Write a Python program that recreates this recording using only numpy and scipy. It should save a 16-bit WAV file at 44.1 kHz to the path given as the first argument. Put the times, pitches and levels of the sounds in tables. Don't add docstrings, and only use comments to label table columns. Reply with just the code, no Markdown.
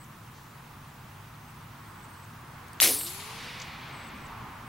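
import sys
import numpy as np
from scipy import signal
from scipy.fft import rfft, irfft
from scipy.io import wavfile
from scipy.ndimage import uniform_filter1d, map_coordinates

SR = 44100
rng = np.random.default_rng(int(sys.argv[2]) if len(sys.argv) > 2 else 0)


def inscribe(sig):
    pcm = np.round(np.clip(np.atleast_2d(sig).T, -1, 1) * 32767)
    wavfile.write(sys.argv[1], SR, pcm.astype(np.int16))


def linear_from_db(decibels):
    return 10 ** (np.asarray(decibels, float) / 20)


N = 206381
TIME = np.arange(N) / SR
SHOT_S, STRIKE_S = 2.80155, 2.82


def unit(x):
    return x / np.sqrt(np.mean(x ** 2) + 1e-20)


def along(points, hz):
    f, v = np.transpose(points)
    return np.interp(np.log(hz + 1), np.log(f + 1), v)


def curves(rows, t=TIME):
    s, *cols = np.transpose(rows)
    return [np.interp(t, s, c) for c in cols]


def lasting(rows, fade):
    return np.clip(np.minimum(TIME - rows[0][0], rows[-1][0] - TIME) / fade + 1, 0, 1)


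def wobble(rate):
    knots = rng.standard_normal(int(N * rate / SR) + 4)
    return map_coordinates(knots, [TIME * rate])


def swell(t, start, rise, t60):
    t = np.clip(t - start, 0, None)
    return (1 - np.exp(-t / rise)) * linear_from_db(-60 * t / t60)


def placed(x, left_db):
    return x * linear_from_db(np.array([[.5], [-.5]]) * left_db)


def air(hz, s, db_per_s):
    return linear_from_db(-db_per_s * np.clip(s - SHOT_S, 0, None) * (hz / 10000) ** 1.23)


def rush(colour, side_db, patchy_db):
    hz, t, z = signal.stft(rng.standard_normal((2, N)), SR, nperseg=1024, noverlap=896)
    patches = uniform_filter1d(rng.standard_normal(z.shape[1:]), size=12, axis=0)
    patches = uniform_filter1d(patches, size=16, axis=1)
    gain = colour(hz[:, None], t) * np.ones_like(t)
    gain = gain / np.sqrt(np.mean(gain ** 2, axis=0) + 1e-20) * linear_from_db(patchy_db * unit(patches))
    turn = np.arctan(linear_from_db(along(side_db, hz)))[:, None]
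    mid, side = z[0] * np.cos(turn), z[1] * np.sin(turn)
    pair = gain * np.array([mid + side, mid - side])
    return unit(signal.istft(pair, SR, nperseg=1024, noverlap=896)[1][:, :N])


def burst(rows, rise_share):
    out, size, lead_s = np.zeros((2, N)), SR // 4, .05
    t, f = np.arange(size) / SR - lead_s, np.fft.rfftfreq(size, 1 / SR)
    for s, db, t60, hz, width in rows:
        band = np.exp(-((f - hz) / width) ** 4)
        mid, side = irfft(rfft(rng.standard_normal((2, size))) * band, size)
        rise = np.exp(-(t / (rise_share * t60)) ** 2)
        shape = np.where(t < 0, rise, linear_from_db(-60 * np.abs(t) / t60))
        start = round((s - lead_s) * SR)
        out[:, start:][:, :size] += linear_from_db(db) * shape * unit(mid + .3 * side * [[1], [-1]])
    return placed(out, left_db=2.0)


def spin(turns, level):
    phase = np.cumsum(turns * (1 + 0.00757 * wobble(60))) / SR
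    tone = np.sin(2 * np.pi * phase) + linear_from_db(-11) * np.sin(4 * np.pi * phase)
    return phase, linear_from_db(3 + 1.7 * wobble(25)) * level * tone


# pitch_hz [Hz], level_db [dB]
HISS = [(2650, 4.5), (4500, -0.5), (12800, -3), (15000, -1.5), (15200, 2), (16200, -15), (16500, -34)]
# pitch_hz [Hz], side_minus_mid_db [dB]
ROAD_SIDE = [(60, -27), (110, -29), (200, -20.5), (380, -5), (700, -8), (1290, -7.5), (2380, -5),
             (4400, -5.5), (8120, -5.5), (15000, -10)]


def camera_noise():
    hiss = linear_from_db(-57.5) * rush(lambda hz, s: linear_from_db(along(HISS, hz)), ROAD_SIDE, patchy_db=-1.25)
    beat = np.sin(np.pi * 12.9 * (TIME - .53))
    return hiss + linear_from_db(-65.5) * beat * np.sin(2 * np.pi * 15735 * TIME)


# pitch_hz [Hz], level_db [dB per Hz]
DRONE = [(28, -37), (48, -5.5), (80, -7.5), (103, 0), (156, -4.5), (168, -10), (178, -11), (227, -5),
         (269, -16), (298, -18), (327, -23), (450, -22), (580, -49), (990, -120)]
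# pitch_hz [Hz], level_db [dB per Hz]
TYRES = [(190, -13.5), (330, -0.5), (360, -8), (578, -9), (862, -0.5), (1090, 2), (1490, -3), (3310, -16.5),
         (6500, -25.5), (8450, -57), (14300, -120)]
# peak_s [s], added_to_drone_db [dB], half_length_s [s]
LORRIES = [
    (.75, 0.5, 0.18),
    (1.623, 2, 0.13),
    (3.43, 4.5, 0.046),
    (4.19, 5, 0.24),
    (4.47, 5, 0.078),
    (4.68, 4.5, 0.077),
]


def road():
    nearer_db = 1.18 * TIME
    lorries_db = sum(db * np.exp(-((TIME - s) / half) ** 2) for s, db, half in LORRIES)
    drone_db = -53.5 + 0.45 * nearer_db + lorries_db + 0.47 * wobble(5.56)
    roar_db = -53 + nearer_db + 0.73 * wobble(4.3)
    drone = linear_from_db(drone_db) * rush(lambda hz, s: linear_from_db(along(DRONE, hz)), ROAD_SIDE, patchy_db=-0.47)
    roar = linear_from_db(roar_db) * rush(lambda hz, s: linear_from_db(along(TYRES, hz)), ROAD_SIDE, patchy_db=0.5)
    return placed(drone, left_db=.5) + placed(roar, left_db=-.8)


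# pitch_hz [Hz], drift_hz [Hz], level_db [dB]
ENGINES = [
    (116.7, 13, -56.5),
    (152.1, 8.95, -58.5),
]


def engines():
    out = np.zeros(N)
    for hz, drift, db in ENGINES:
        phase = np.cumsum(hz + drift * wobble(12)) / SR
        out += linear_from_db(db + 3 + 1.3 * wobble(6.1)) * np.sin(2 * np.pi * phase)
    return out


def whistle(rows, drop_hz, drop_db):
    end, hz, db = rows[-1]
    plunge = [(end + .003, hz - .25 * drop_hz, db + drop_db), (end + .009, hz - drop_hz, db + drop_db - 5)]
    rows = list(rows) + plunge
    hz, db = curves(rows)
    level = linear_from_db(db + 5.0 + 1.6 * wobble(70)) * lasting(rows, 0.0024)
    tone = level * np.sin(2 * np.pi * np.cumsum(hz + 30 * wobble(150)) / SR)
    return tone + linear_from_db(-15) * np.roll(tone, 700)


# start_s [s], length_s [s], first_hz [Hz], glide_hz [Hz], level_db [dB]
FAR_BIRD = [
    (1.475, .035, 8100, 500, -71),
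    (1.475, .035, 7600, 300, -71),
    (1.84, .04, 8800, 150, -71),
    (1.9, .045, 9130, 50, -73),
    (2.03, .03, 8750, -200, -66),
    (2.08, .04, 8600, -50, -66),
    (2.26, .06, 8650, 50, -75),
    (4.655, .06, 8800, -400, -68),
]


def far_bird():
    out = np.zeros(N)
    for s, size, hz, glide, db in FAR_BIRD:
        note = [(s, hz, db - 6), (s + .5 * size, hz + .5 * glide, db), (s + size, hz + glide, db - 4)]
        out += whistle(note, drop_hz=50, drop_db=-8)
    return placed(out, left_db=.3)


# start_s [s], length_s [s], first_hz [Hz], last_db [dB], sag_db [dB]
NEAR_BIRD = [
    (-.1, .14, 8400, -59.5, 6),
    (1.88, .168, 8500, -62, 12),
    (2.125, .12, 8310, -62, 9),
    (3.925, .162, 8550, -60, 6),
    (4.153, .11, 8400, -63, 11),
]


def near_bird():
    rest_hz, last_hz, slide_s = 8000, 8080, .045
    out = np.zeros(N)
    for s, size, hz, db, sag in NEAR_BIRD:
        slide = [(s, hz, db - 9), (s + slide_s / 3, hz - 200, db - 4), (s + slide_s, rest_hz, db - sag)]
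        climb = [(s + .74 * size, rest_hz + 30, db - sag), (s + size - .006, last_hz, db),
                 (s + size, last_hz - 60, db - 1)]
        out += whistle(slide + climb, drop_hz=2270, drop_db=2)
    return placed(out, left_db=3)


# start_s [s], level_db [dB], t60_s [s]
FARTHEST = [
    (3.1, -47.5, 4.3),
    (3.92, -41.5, .7),
    (4.2, -42, 2.1),
]
# pitch_hz [Hz], side_minus_mid_db [dB]
FAR_SIDE = [(60, -23), (110, -23), (200, -22), (380, -14), (700, -14), (1290, -18), (2380, -13.5),
            (4400, -12.5), (8120, -4), (15000, -3)]


def farthest_roll():
    dull = lambda hz, s: np.exp(-(np.log(hz / 1000 + 1e-6) / 0.36) ** 2)
    far = rush(dull, FAR_SIDE, patchy_db=-0.5)
    return np.sqrt(sum((linear_from_db(db) * swell(TIME, s, 0.1, t60)) ** 2 for s, db, t60 in FARTHEST)) * far


# pitch_hz [Hz], level_db [dB]
REPORT = [(150, -41), (400, -17.5), (800, -15.5), (1500, -8), (2200, 0), (3200, -2), (4500, 0), (7000, -4),
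          (12000, -0.5), (16500, -28)]
# start_s [s], level_db [dB], t60_s [s], left_minus_right_db [dB], width_db [dB]
BANKS = [
    (2.82, -16, .22, 4, 1),
    (2.835, -21.5, 0.34, 1, -18),
    (3.02, -46.5, 4.9, 5, 10.5),
    (3.19, -45.5, 4, 0.5, 4),
    (3.35, -42, 3.74, -1.5, -4),
    (3.79, -47.5, 2.7, 4, -4),
]


def banks():
    back = rush(lambda hz, s: linear_from_db(along(REPORT, hz)) * air(hz, s, db_per_s=46.0), FAR_SIDE, patchy_db=-0.5)
    power = np.array([(linear_from_db(db) * swell(TIME, s, 0.011 * t60 + .0005, t60)) ** 2 for s, db, t60, *_ in BANKS])
    total = power.sum(axis=0) + 1e-20
    left_db, width_db = np.transpose(BANKS)[3:] @ power / total
    near = np.sqrt(total) * linear_from_db(0.25 * wobble(40)) * back
    mid = near.mean(axis=0)
    return placed(mid + linear_from_db(width_db) * (near - mid), left_db)


# peak_s [s], level_db [dB], t60_s [s], centre_hz [Hz], width_hz [Hz]
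ANSWERS = [
    (3.012, -37, .04, 2500, 1600),
    (3.072, -39.5, .13, 4500, 1900),
    (3.205, -44, .15, 3500, 1800),
    (3.601, -38.5, .025, 5200, 2200),
    (3.619, -40, .06, 5300, 2500),
]


def sharp_echoes():
    return burst(ANSWERS, rise_share=.065)


# peak_s [s], level_db [dB], t60_s [s], centre_hz [Hz], width_hz [Hz]
TRIGGER = [
    (.37, -62, .5, 5300, 2300),
    (2.683, -53, .02, 7500, 4000),
    (2.7325, -48, .014, 8400, 500),
    (2.7325, -50, .012, 11500, 1800),
    (2.7325, -55, .012, 5000, 600),
]


def trigger():
    return burst(TRIGGER, rise_share=.065)


# pitch_hz [Hz], level_db [dB], t60_s [s]
MUZZLE = [(1800, -9, .0011), (3300, 0, .0011), (6600, -8, .001), (11500, -19, .0012)]


def crack():
    t = np.clip(TIME - SHOT_S, 0, None)
    build = (t / .0004) ** 2
    ring = sum(linear_from_db(db - 60 * t / t60) * np.cos(2 * np.pi * hz * (t - .00041)) for hz, db, t60 in MUZZLE)
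    return placed(-linear_from_db(13.8) * build * ring, left_db=1.2)


# peak_s [s], level_db [dB], t60_s [s], centre_hz [Hz], width_hz [Hz]
GAS = [
    (2.8026, -25.5, .1, 8000, 6500),
]


def muzzle_gas():
    return burst(GAS, rise_share=.005)


# peak_s [s], level_db [dB], t60_s [s], centre_hz [Hz], width_hz [Hz]
NEARING = [
    (2.8138, -21, .004, 12000, 2500),
    (2.8138, -21, .004, 5500, 2500),
]


def approach():
    return burst(NEARING, rise_share=1.3)


# peak_s [s], level_db [dB], t60_s [s], centre_hz [Hz], width_hz [Hz]
STRIKE = [
    (2.8183, -11, .011, 11500, 3500),
    (2.8182, -17, .008, 4000, 5000),
    (2.8202, -12.5, .012, 10500, 3500),
]


def strike():
    return burst(STRIKE, rise_share=.065)


# pitch_hz [Hz], width_hz [Hz], level_db [dB]
SOIL = [(330, 110, -1), (510, 80, 1), (740, 80, 0), (1000, 200, -4), (1250, 150, -5)]
# pitch_hz [Hz], side_minus_mid_db [dB]
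SHOT_SIDE = [(60, -19), (110, -21), (200, -20), (380, -15), (700, -37), (1290, -18), (2380, -14),
             (4400, -23), (8120, -19), (15000, -9)]


def soil_thud():
    def soil(hz, s):
        modes = sum(linear_from_db(2 * db) / (1 + (2 * (hz - c) / w) ** 2) for c, w, db in SOIL)
        return np.sqrt(modes) * (hz > 250) / (1 + (hz / 1500) ** 2)

    rise_s, hold_s, t60 = 0.0043, 0.075, 0.35
    t = TIME - (STRIKE_S - rise_s)
    shape = np.clip(t / rise_s, 0, 1) * linear_from_db(-60 * np.clip(t - hold_s, 0, None) / t60)
    return placed(linear_from_db(-37.5) * shape * rush(soil, SHOT_SIDE, patchy_db=2.0), left_db=1.5)


# time_s [s], pitch_hz [Hz], level_db [dB]
CHIP = [
    (2.82, 385, -52),
    (2.85, 348, -43),
    (2.885, 335, -53),
    (2.95, 413, -51),
    (3.05, 490, -62),
]


def splinter():
    hz, db = curves(CHIP)
    return spin(hz, linear_from_db(db) * lasting(CHIP, .01))[1]


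# time_s [s], turns_per_s [1/s], ground_echo_band_spacing_hz [Hz]
FLIGHT = [(2.825, 214, 5600), (2.89, 244, 5480), (3.0, 304, 4400), (3.1, 359, 3750), (3.2, 405, 3500),
          (3.336, 453, 3230), (3.47, 488, 2980), (3.7, 526, 2800)]
# pitch_hz [Hz], level_db [dB per Hz]
WAKE = [(1500, -35), (3000, -15), (4500, -10.5), (6500, -9), (8200, -3), (9500, -1), (10800, 2), (12500, 0),
        (14300, -3), (16000, -8)]


def bullet():
    flown = np.clip(TIME - STRIKE_S, 0, None)

    speed_m_s, nearest_m, ground_loss = 200, 12, 1.15
    away = (nearest_m / (nearest_m + speed_m_s * flown)) ** ground_loss
    away = away * linear_from_db(3 * np.minimum(flown, 1) * wobble(30.22))
    whirr_rise = 1 - np.exp(-(flown / .035) ** 2)
    phase, whirr = spin(curves(FLIGHT)[0], linear_from_db(-37.5) * away * whirr_rise * lasting(FLIGHT, .05))

    def colour(hz, s):
        echo = 1.5 * swell(s, STRIKE_S, .22, np.log(1000) * .4)
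        bounce = np.abs(1 + echo * np.exp(2j * np.pi * hz / curves(FLIGHT, s)[1]))
        return linear_from_db(along(WAKE, hz)) * bounce * air(hz, s, db_per_s=23)

    wake = rush(colour, SHOT_SIDE, patchy_db=1.0)
    sizes = linear_from_db(2.2 * rng.standard_normal(int(phase[-1]) + 1))[phase.astype(int)]
    throb = sizes * (.6 + .6 * np.cos(2 * np.pi * (phase - .3))) ** 1.6 * 1.76
    depth = np.clip(.72 * swell(TIME, STRIKE_S - .02, .07, np.log(1000) * .5), 0, 1)
    level_db = -20 - 46 * (1 - np.exp(-(flown / .415) ** 1.3))
    hiss = linear_from_db(level_db) * lasting(FLIGHT, .002) * (1 - depth + depth * np.abs(throb)) * wake
    return placed(hiss, left_db=1.1) + whirr


def passing(pair):
    lead_us, after_us, coming_s, going_s = 85, 9, .011, .004
    t = TIME - 2.818
    gone = np.clip(t, 0, None)
    coming = (lead_us + after_us) * np.exp(-(t / coming_s) ** 2)
    going = lead_us * np.exp(-gone / going_s) + after_us * np.exp(-gone / .08)
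    half = np.where(t < 0, coming, going) * SR / 2e6
    return np.array([map_coordinates(x, [np.arange(N) + way * half], order=5) for x, way in zip(pair, (1, -1))])


def scene():
    backdrop = road() + engines() + far_bird() + near_bird()
    returned = farthest_roll() + banks() + sharp_echoes()
    gun = trigger() + crack() + muzzle_gas()
    impact = approach() + strike() + soil_thud() + splinter()
    return backdrop + passing(returned + gun + impact + bullet())


def low_pass(x):
    return signal.sosfilt(signal.butter(12, 16830, fs=SR, output="sos"), x)


def record(dry):
    limit = 1 / (1 + (np.fft.rfftfreq(N, 1 / SR) / 15850) ** 600)
    mix = irfft(rfft(dry + camera_noise()) * limit, N)
    return low_pass(mix)


dry = scene()
out = record(dry)
inscribe(out)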